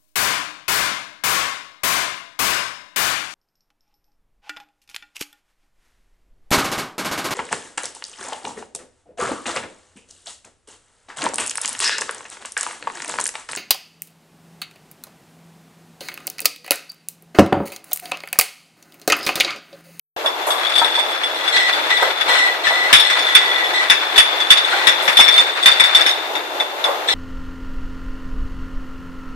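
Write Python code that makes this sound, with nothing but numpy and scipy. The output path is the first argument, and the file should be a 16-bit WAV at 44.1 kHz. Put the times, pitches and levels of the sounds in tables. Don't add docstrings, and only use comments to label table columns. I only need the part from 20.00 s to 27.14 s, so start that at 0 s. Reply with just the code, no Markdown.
import sys
import numpy as np
from scipy import signal
from scipy.fft import rfft, irfft, next_fast_len
from scipy.io import wavfile
from scipy.ndimage import map_coordinates

SR = 44100
rng = np.random.default_rng(int(sys.argv[2]) if len(sys.argv) > 2 else 0)


def waveform_to_disk(signal):
    frames = np.transpose(np.atleast_2d(signal))
    scaled = np.clip(frames, -1, 1) * 32767
    samples = np.round(scaled).astype(np.int16)
    wavfile.write(sys.argv[1], SR, samples)


N = 314874

# time in seconds, scraping in dB, jostling in dB.
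BELT_ACTIVITY = [(.35, -38, -39.5), (.7, -28, -19.5), (1.35, -31.5, -28.5), (1.7, -25, -26),
                 (2.15, -29, -26), (2.35, -23, -23), (2.55, -29.5, -30), (2.8, -27, -31), (3.15, -25, -19),
                 (4.05, -27.5, -27.5), (4.95, -26, -25.5), (5.3, -24, -10), (5.55, -27, -29),
                 (5.98, -25, -24.5), (6.33, -38, -32.5), (7.1, -38, -45)]
# frequency in Hz, level in dB.
CRACK_SPECTRUM = [(1000, -24), (3000, 21.5), (4500, -1), (6000, 0), (7300, 0.5), (8300, 5), (10500, 3.5),
                  (12000, -49), (14500, -31)]


def amp(db):
    return 10 ** (np.asarray(db) / 20)


def unit(x):
    return x / np.sqrt(np.mean(x ** 2) + 1e-20)


def along(points, hz):
    freqs, values = np.transpose(points)
    return np.interp(np.log(hz + 1), np.log(freqs + 1), values)


def levels(rows):
    times, *columns = np.transpose(rows)
    return [amp(np.interp(np.arange(N) / SR, times, db)) for db in columns]


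def wobble(rate):
    return map_coordinates(rng.standard_normal(4096), [np.arange(N) * rate / SR], mode="mirror")


def filtered(x, response):
    size = x.shape[-1]
    padded = next_fast_len(size + 8192)
    return irfft(rfft(x, padded) * response(np.fft.rfftfreq(padded, 1 / SR)), padded)[..., :size]


def sides(db):
    pair = amp(np.array([np.atleast_1d(db), -np.atleast_1d(db)]) / 2)
    return pair / np.sqrt(np.mean(pair ** 2, axis=0))


def rush(response, size=N):
    # frequency in Hz, correlation.
    likeness = [(60, 0.53), (290, 0.86), (640, 0.77), (1300, -0.13), (3000, -0.076), (15000, -0.051)]
    # frequency in Hz, left over right in dB.
    balance = [(100, -1), (380, 0), (700, .5), (1300, 2.5), (2400, 4.5), (4400, 3.5), (8000, 1.5),
               (15000, 0)]

    def mid_side(hz):
        angle = np.arccos(np.clip(along(likeness, hz), -1, 1)) / 2
        return response(hz) * np.array([np.cos(angle), np.sin(angle)])

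    mid, side = filtered(rng.standard_normal((2, size)), mid_side)
    return unit(filtered(np.array([mid + side, mid - side]), lambda hz: sides(along(balance, hz))))


def colour(points):
    return lambda hz: amp(along(points, hz))


def resonances(peaks):
    return lambda f: sum(amp(db) / (1 + ((f - hz) / width) ** 2) for hz, width, db in peaks)


def add(out, start, x):
    part = out[:, max(round(start * SR), 0):][:, :x.shape[-1]]
    part += x[..., :part.shape[-1]]


def burst(t, attack, t60):
    return (1 - np.exp(-t / attack)) * amp(-60 * t / max(t60, .005))


def ring(hz, db, t60, phase_spread):
    t = np.arange(SR // 8) / SR
    phase = 2 * np.pi * rng.random(len(hz)) + phase_spread * rng.standard_normal((2, len(hz)))
    decay = np.exp(np.outer(2j * np.pi * hz - np.log(1000) / t60, t).astype(np.complex64))
    return np.real(amp(db) * np.exp(1j * phase) @ decay) * (1 - np.exp(-t / 0.0003))


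def drives(drone_db=-27.5, swell_db=1.9, hum_db=-1, waver_hz=2.37):
    # frequency in Hz, level in dB.
    spectrum = [(30, -28), (200, -31.5), (310, -5), (550, 0.5), (850, 2.5), (1200, -4.5), (2400, -11),
                (3700, -10.5), (5000, -19.5), (7000, -22), (9300, -30), (13000, -22.5), (14500, -32)]
    # frequency in Hz, level in dB.
    tones = [(735, -46.5), (861, -45), (2735, -46)]
    drone = amp(drone_db + swell_db * wobble(12)) * rush(colour(spectrum))
    for hz, db in tones:
        cycles = np.cumsum(hz + waver_hz * wobble(10)) / SR + 0.12 * rng.random((2, 1))
        drone += amp(db + hum_db + wobble(9)) * np.sqrt(2) * np.sin(2 * np.pi * cycles)
    return drone


def conveyor(chatter, scrape_db=5, grain_db=1.5, grit_db=-1, rail_grit_db=-11, grit_rough_db=3):
    # frequency in Hz, level in dB.
    spectrum = [(30, -47), (200, -28), (350, -19.5), (700, -3), (1400, 3), (2200, 1.5), (3000, -6.5),
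                (4200, -4.5), (4800, -13), (7000, -23), (14500, -39)]
    scraping = levels(BELT_ACTIVITY)[0]
    pressure_db = 2.03 * wobble(40)
    chain = unit(rush(colour(spectrum)) * amp(grain_db * wobble(260) + pressure_db))
    grit = unit(rush(colour(CRACK_SPECTRUM)) * amp(grit_rough_db * wobble(300) + pressure_db))
    grit_gain = amp(grit_db) * scraping ** 1.483 + amp(rail_grit_db) * chatter
    return amp(scrape_db) * scraping * chain + grit_gain * grit


def bottle(start, mismatch, scatter_db=4.0, detune=0.0065):
    # frequency in Hz, level in dB, t60 in seconds.
    wall_modes = [(3506, 5.5, 0.07), (3716, -4.5, 0.023), (4585, -16.5, 0.1), (5340, -16, 0.088),
                  (6220, -32, .065), (6560, -23.5, .06), (6810, -26.5, 0.093), (8170, -19, 0.075),
                  (9350, -26.5, 0.12), (9900, -26.5, 0.17), (10330, -41, 0.038), (11330, -25.5, 0.044),
                  (12710, -36, 0.15), (14350, -30, .055)]
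    # time in seconds, pitch in Hz.
    main_notes = [(.3, 3474), (2.3, 3496), (4.5, 3508), (6.1, 3580), (6.8, 3504)]
    hz, db, t60 = np.transpose(wall_modes)
    overtone = db < db.max()
    note = np.interp(start, *np.transpose(main_notes)) * (1 + mismatch * rng.standard_normal())
    hz = np.where(overtone, hz * (1 + detune * rng.standard_normal(len(hz))), note)
    db = db + scatter_db * overtone * rng.standard_normal(len(hz))
    return ring(hz, db, t60, phase_spread=1.46)


def jostle(count=380, touch_db=-1.0, spread_db=2.0, mismatch=0.01, lean_db=6):
    out, jostling = np.zeros((2, N)), levels(BELT_ACTIVITY)[1]
    times = (np.arange(count) + rng.random(count)) / count * N / SR
    for start, force in zip(times, rng.standard_normal(count)):
        gain = jostling[int(start * SR)] * amp(touch_db + spread_db * force)
        add(out, start, gain * bottle(start, mismatch))
    return out * sides(lean_db)


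def thuds(frame_db=-7, rise_s=0.0015, panel_db=-3):
    # start in seconds, rattle in dB, its t60 in seconds, panel ring in dB.
    blows = [(0.244, -12.5, 0.39, -28), (.468, -12, 0.63, -47), (0.8167, -11, 0.11, -10),
             (.974, -16.5, 0.44, -22), (2.024, -3, 0.11, -13.5), (2.291, -12, 0.54, -22),
             (2.707, -14.5, 0.49, -18.5), (5.19, 1.5, 0.057, -14), (5.66, -6, 0.076, -21),
             (6.356, -14, 0.16, -22.5), (6.605, -12, 0.13, -35), (6.845, -12.5, 0.5, -32.5),
             (6.882, -14, 0.28, -35)]
    # frequency in Hz, level in dB.
    frame = [(40, -51), (200, -41), (330, -13.5), (600, 1.5), (900, -0.5), (1300, -1.5), (2000, -12.5),
             (4000, -31), (12000, -30)]
    # frequency in Hz, level in dB, t60 in seconds.
    panel = [(736, 2, 0.043), (938, 5, 0.079), (1303, -2.5, 0.097), (1584, -6, 0.098), (2280, -33, .025)]
    out, t = np.zeros((2, N)), np.arange(SR // 2) / SR
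    for start, db, t60, hollow_db in blows:
        add(out, start, amp(db + frame_db) * rush(colour(frame), len(t)) * burst(t, rise_s, t60))
        add(out, start, amp(hollow_db + panel_db) * ring(*np.transpose(panel), phase_spread=0.32))
    return out


def contacts(rebound_s=.018, rebound_db=-7, rebound_slope=0.55):
    # start in seconds, ring in dB, body knock in dB.
    hits = [(.26, -10, -20), (.505, -10.5, -26), (.667, -20, -30), (.755, -9, -15), (.78, -5.5, -24),
            (.952, -13, -20), (.99, -12, -20), (1.234, -12, -18.5), (1.478, -11.5, -18),
            (1.564, -13.5, -10), (1.729, -12, -31), (1.902, -18, -12), (1.969, -14, -20),
            (2.21, -12, -15.5), (2.668, -19, -9.5), (2.928, 4, -0.5), (2.954, -1.5, -15), (2.998, -2, -26),
            (3.1, -10, -12), (3.189, -11.5, -19), (3.35, 0, -3), (3.899, -0.5, -0.5), (4.16, -6, -18),
            (4.178, 2.5, -3), (4.402, -11, -15), (4.504, 2, -3), (4.572, -7.5, -16), (4.647, -13, -25),
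            (4.87, -0.5, -3), (5.078, -10.5, -6), (5.17, -0.5, -10), (5.199, -0.5, -4), (5.28, -11, -8),
            (5.379, -5, -10), (5.628, -8.5, -21), (5.658, 2, -3), (5.714, -8.5, -14), (5.798, -5, -5.5),
            (5.838, -4, -13), (5.948, -1, -8.5), (6.009, -7.5, -14), (6.063, -5, -10), (6.091, -6, -20),
            (6.353, -16, -19.5), (6.6, -12, -18.5), (6.841, -9.5, -16.5), (7.086, -10, -15.5)]
    for start, db, body_db in hits:
        yield start, db, body_db
        change_db = min(rebound_db + rebound_slope * db, 0)
        yield start + rebound_s, db + change_db, body_db + change_db


def clinks(knock_db=-1, crack_db=-13.5, ring_db=-4.5, neighbour_db=-3.5, pass_on_s=0.0055,
           mismatch=0.0066, lean_db=7.0, wander_db=5.5):
    # frequency in Hz, level in dB.
    knock_spectrum = [(30, -15), (200, -9.5), (400, -18.5), (900, 2), (1400, 10), (1950, 15.5), (2700, 10),
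                      (3900, -15), (5000, 2), (7000, -10.5), (10000, -22), (15000, -45)]
    out, t = np.zeros((2, N)), np.arange(SR // 5) / SR
    knock, crack = rush(colour(knock_spectrum)), rush(colour(CRACK_SPECTRUM))

    def strike(noise, attack, t60):
        first = rng.integers(N - len(t))
        return noise[:, first:first + len(t)] * burst(t, attack, t60)

    for start, db, body_db in contacts():
        add(out, start, amp(body_db + knock_db) * strike(knock, attack=0.0013, t60=0.094))
        hardness_db = max(1.8 * db, -10)
        add(out, start, amp(db + crack_db + hardness_db) * strike(crack, attack=0.0011, t60=0.08))
        for step in range(3):
            delay = pass_on_s * step * (1 + 0.18 * rng.standard_normal())
            gain = amp(db + ring_db + step * neighbour_db)
            pan = sides(lean_db + wander_db * rng.standard_normal())
            add(out, start + delay, gain * pan * bottle(start, mismatch * (1 + step)))
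    return out


def valves(rise_s=.007):
    # start in seconds, level in dB, t60 in seconds.
    puffs = [(0.463, -26, 0.43), (5.02, -32, 0.76)]
    # frequency in Hz, level in dB.
    air = [(500, -20), (2000, -13), (5000, -7), (9000, 1.5), (13000, 0), (15000, -9)]
    out, t = np.zeros((2, N)), np.arange(SR // 2) / SR
    for start, db, t60 in puffs:
        add(out, start, amp(db) * rush(colour(air), len(t)) * burst(t, rise_s, t60))
    return out


def slide_envelopes(squeal_rise_s=0.027, chatter_rise_s=0.013, ease_db_per_s=30, release_t60=0.31):
    # start and length in seconds, squeal in dB, chatter in dB.
    slides = [(1.35, 0.14, -34, -32), (1.518, 0.16, -17.5, -21), (1.891, 0.061, -16, -24.5),
              (2.0, 0.046, -22.5, -25.5), (2.278, 0.08, -19.5, -21), (2.37, 0.11, -16.5, -24.5),
              (2.633, 0.24, -19, -23.5), (3.036, 0.12, -21.5, -25), (3.26, 0.39, -22.5, -30.5),
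              (3.73, 0.083, -17, -25), (4.698, .2, -25.5, -28.5), (7.071, 0.13, -26, -20)]
    squeal, chatter = np.zeros((2, N))
    for start, length, squeal_db, chatter_db in slides:
        t = np.maximum(np.arange(N) / SR - start, 0)
        release = amp(-60 * np.maximum(t - length, 0) / release_t60)
        squeal += np.minimum(t / squeal_rise_s, 1) * amp(squeal_db) * release
        chatter += np.minimum(t / chatter_rise_s, 1) * amp(chatter_db - ease_db_per_s * t) * release
    return squeal, chatter


def guide_rails(squeal, chatter, squeal_db=0.5, rough_db=1.5, swell_db=0.5, chatter_db=2.5):
    # centre and half-width in Hz, level in dB.
    squeal_peaks = [(1958, 17, 5.5), (2006, 8.9, 3)]
    chatter_peaks = [(3272, 13, 6), (3370, 52, -9), (3570, 40, 5), (3694, 29, -3), (3930, 28, 5),
                     (4130, 14, 0), (4200, 19, 4.5), (5260, 71, -6.5), (6020, 52, -9.5), (6700, 10, -13),
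                     (7780, 210, -14)]
    tone = rush(resonances(squeal_peaks))
    tone = tone / (np.abs(signal.hilbert(tone)) + .5)
    tone = unit(tone * amp(rough_db * wobble(170) + swell_db * wobble(24.96)))
    return amp(squeal_db) * squeal * tone + amp(chatter_db) * chatter * rush(resonances(chatter_peaks))


def squeaks(overtone_db=-14):
    # start and length in seconds, first and last pitch in Hz, level in dB.
    glides = [(4.723, 0.024, 1280, 1670, -13.5), (4.736, 0.015, 740, 830, -15.5)]
    out, t = np.zeros((2, N)), np.arange(SR // 2) / SR
    for start, length, from_hz, to_hz, db in glides:
        progress = np.clip(t / length, 0, 1)
        phase = 2 * np.pi * np.cumsum(from_hz + (to_hz - from_hz) * progress) / SR
        tone = np.sin(phase) + amp(overtone_db) * np.sin(2 * phase)
        add(out, start, amp(db) * np.sin(np.pi * progress) * tone)
    return out


def echo(x, decay, size, count=24):
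    out, hop = np.zeros((2, N)), N // count + 1
    for k in range(count + 1):
        first = max(k - 1, 0) * hop
        part = x[:, first:(k + 1) * hop]
        fade = np.cos(np.pi / 2 * ((first + np.arange(part.shape[1])) / hop - k))
        hz, t, noise = signal.stft(rng.standard_normal((2, size)), SR, nperseg=256)
        tail = signal.istft(noise * amp(-60 * t / along(decay, hz)[:, None]), SR, nperseg=256)[1]
        add(out, first / SR, signal.fftconvolve(part * fade, tail / np.linalg.norm(tail[0]), axes=1))
    return out


def scene(cabinet_db=-6, hall_db=-11):
    # frequency in Hz, t60 in seconds.
    cabinet = [(300, 0.09), (3500, 0.068), (12000, 0.0067)]
    hall = [(300, 0.088), (3500, 0.75), (12000, 0.073)]
    direct = clinks() + jostle() + thuds() + valves() + squeaks()
    space = amp(cabinet_db) * echo(direct, cabinet, size=SR // 6)
    space += amp(hall_db) * echo(direct, hall, size=SR // 2)
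    squeal, chatter = slide_envelopes()
    return direct + space + conveyor(chatter) + guide_rails(squeal, chatter) + drives()


def record(dry, start_s=.164, ceiling=1.12, knee=4, top_hz=14650):
    x = dry * (np.arange(N) / SR > start_s)
    x = x / (1 + np.abs(x / ceiling) ** knee) ** (1 / knee)
    return filtered(x, lambda hz: hz < top_hz)


dry = scene()
out = record(dry)
waveform_to_disk(out)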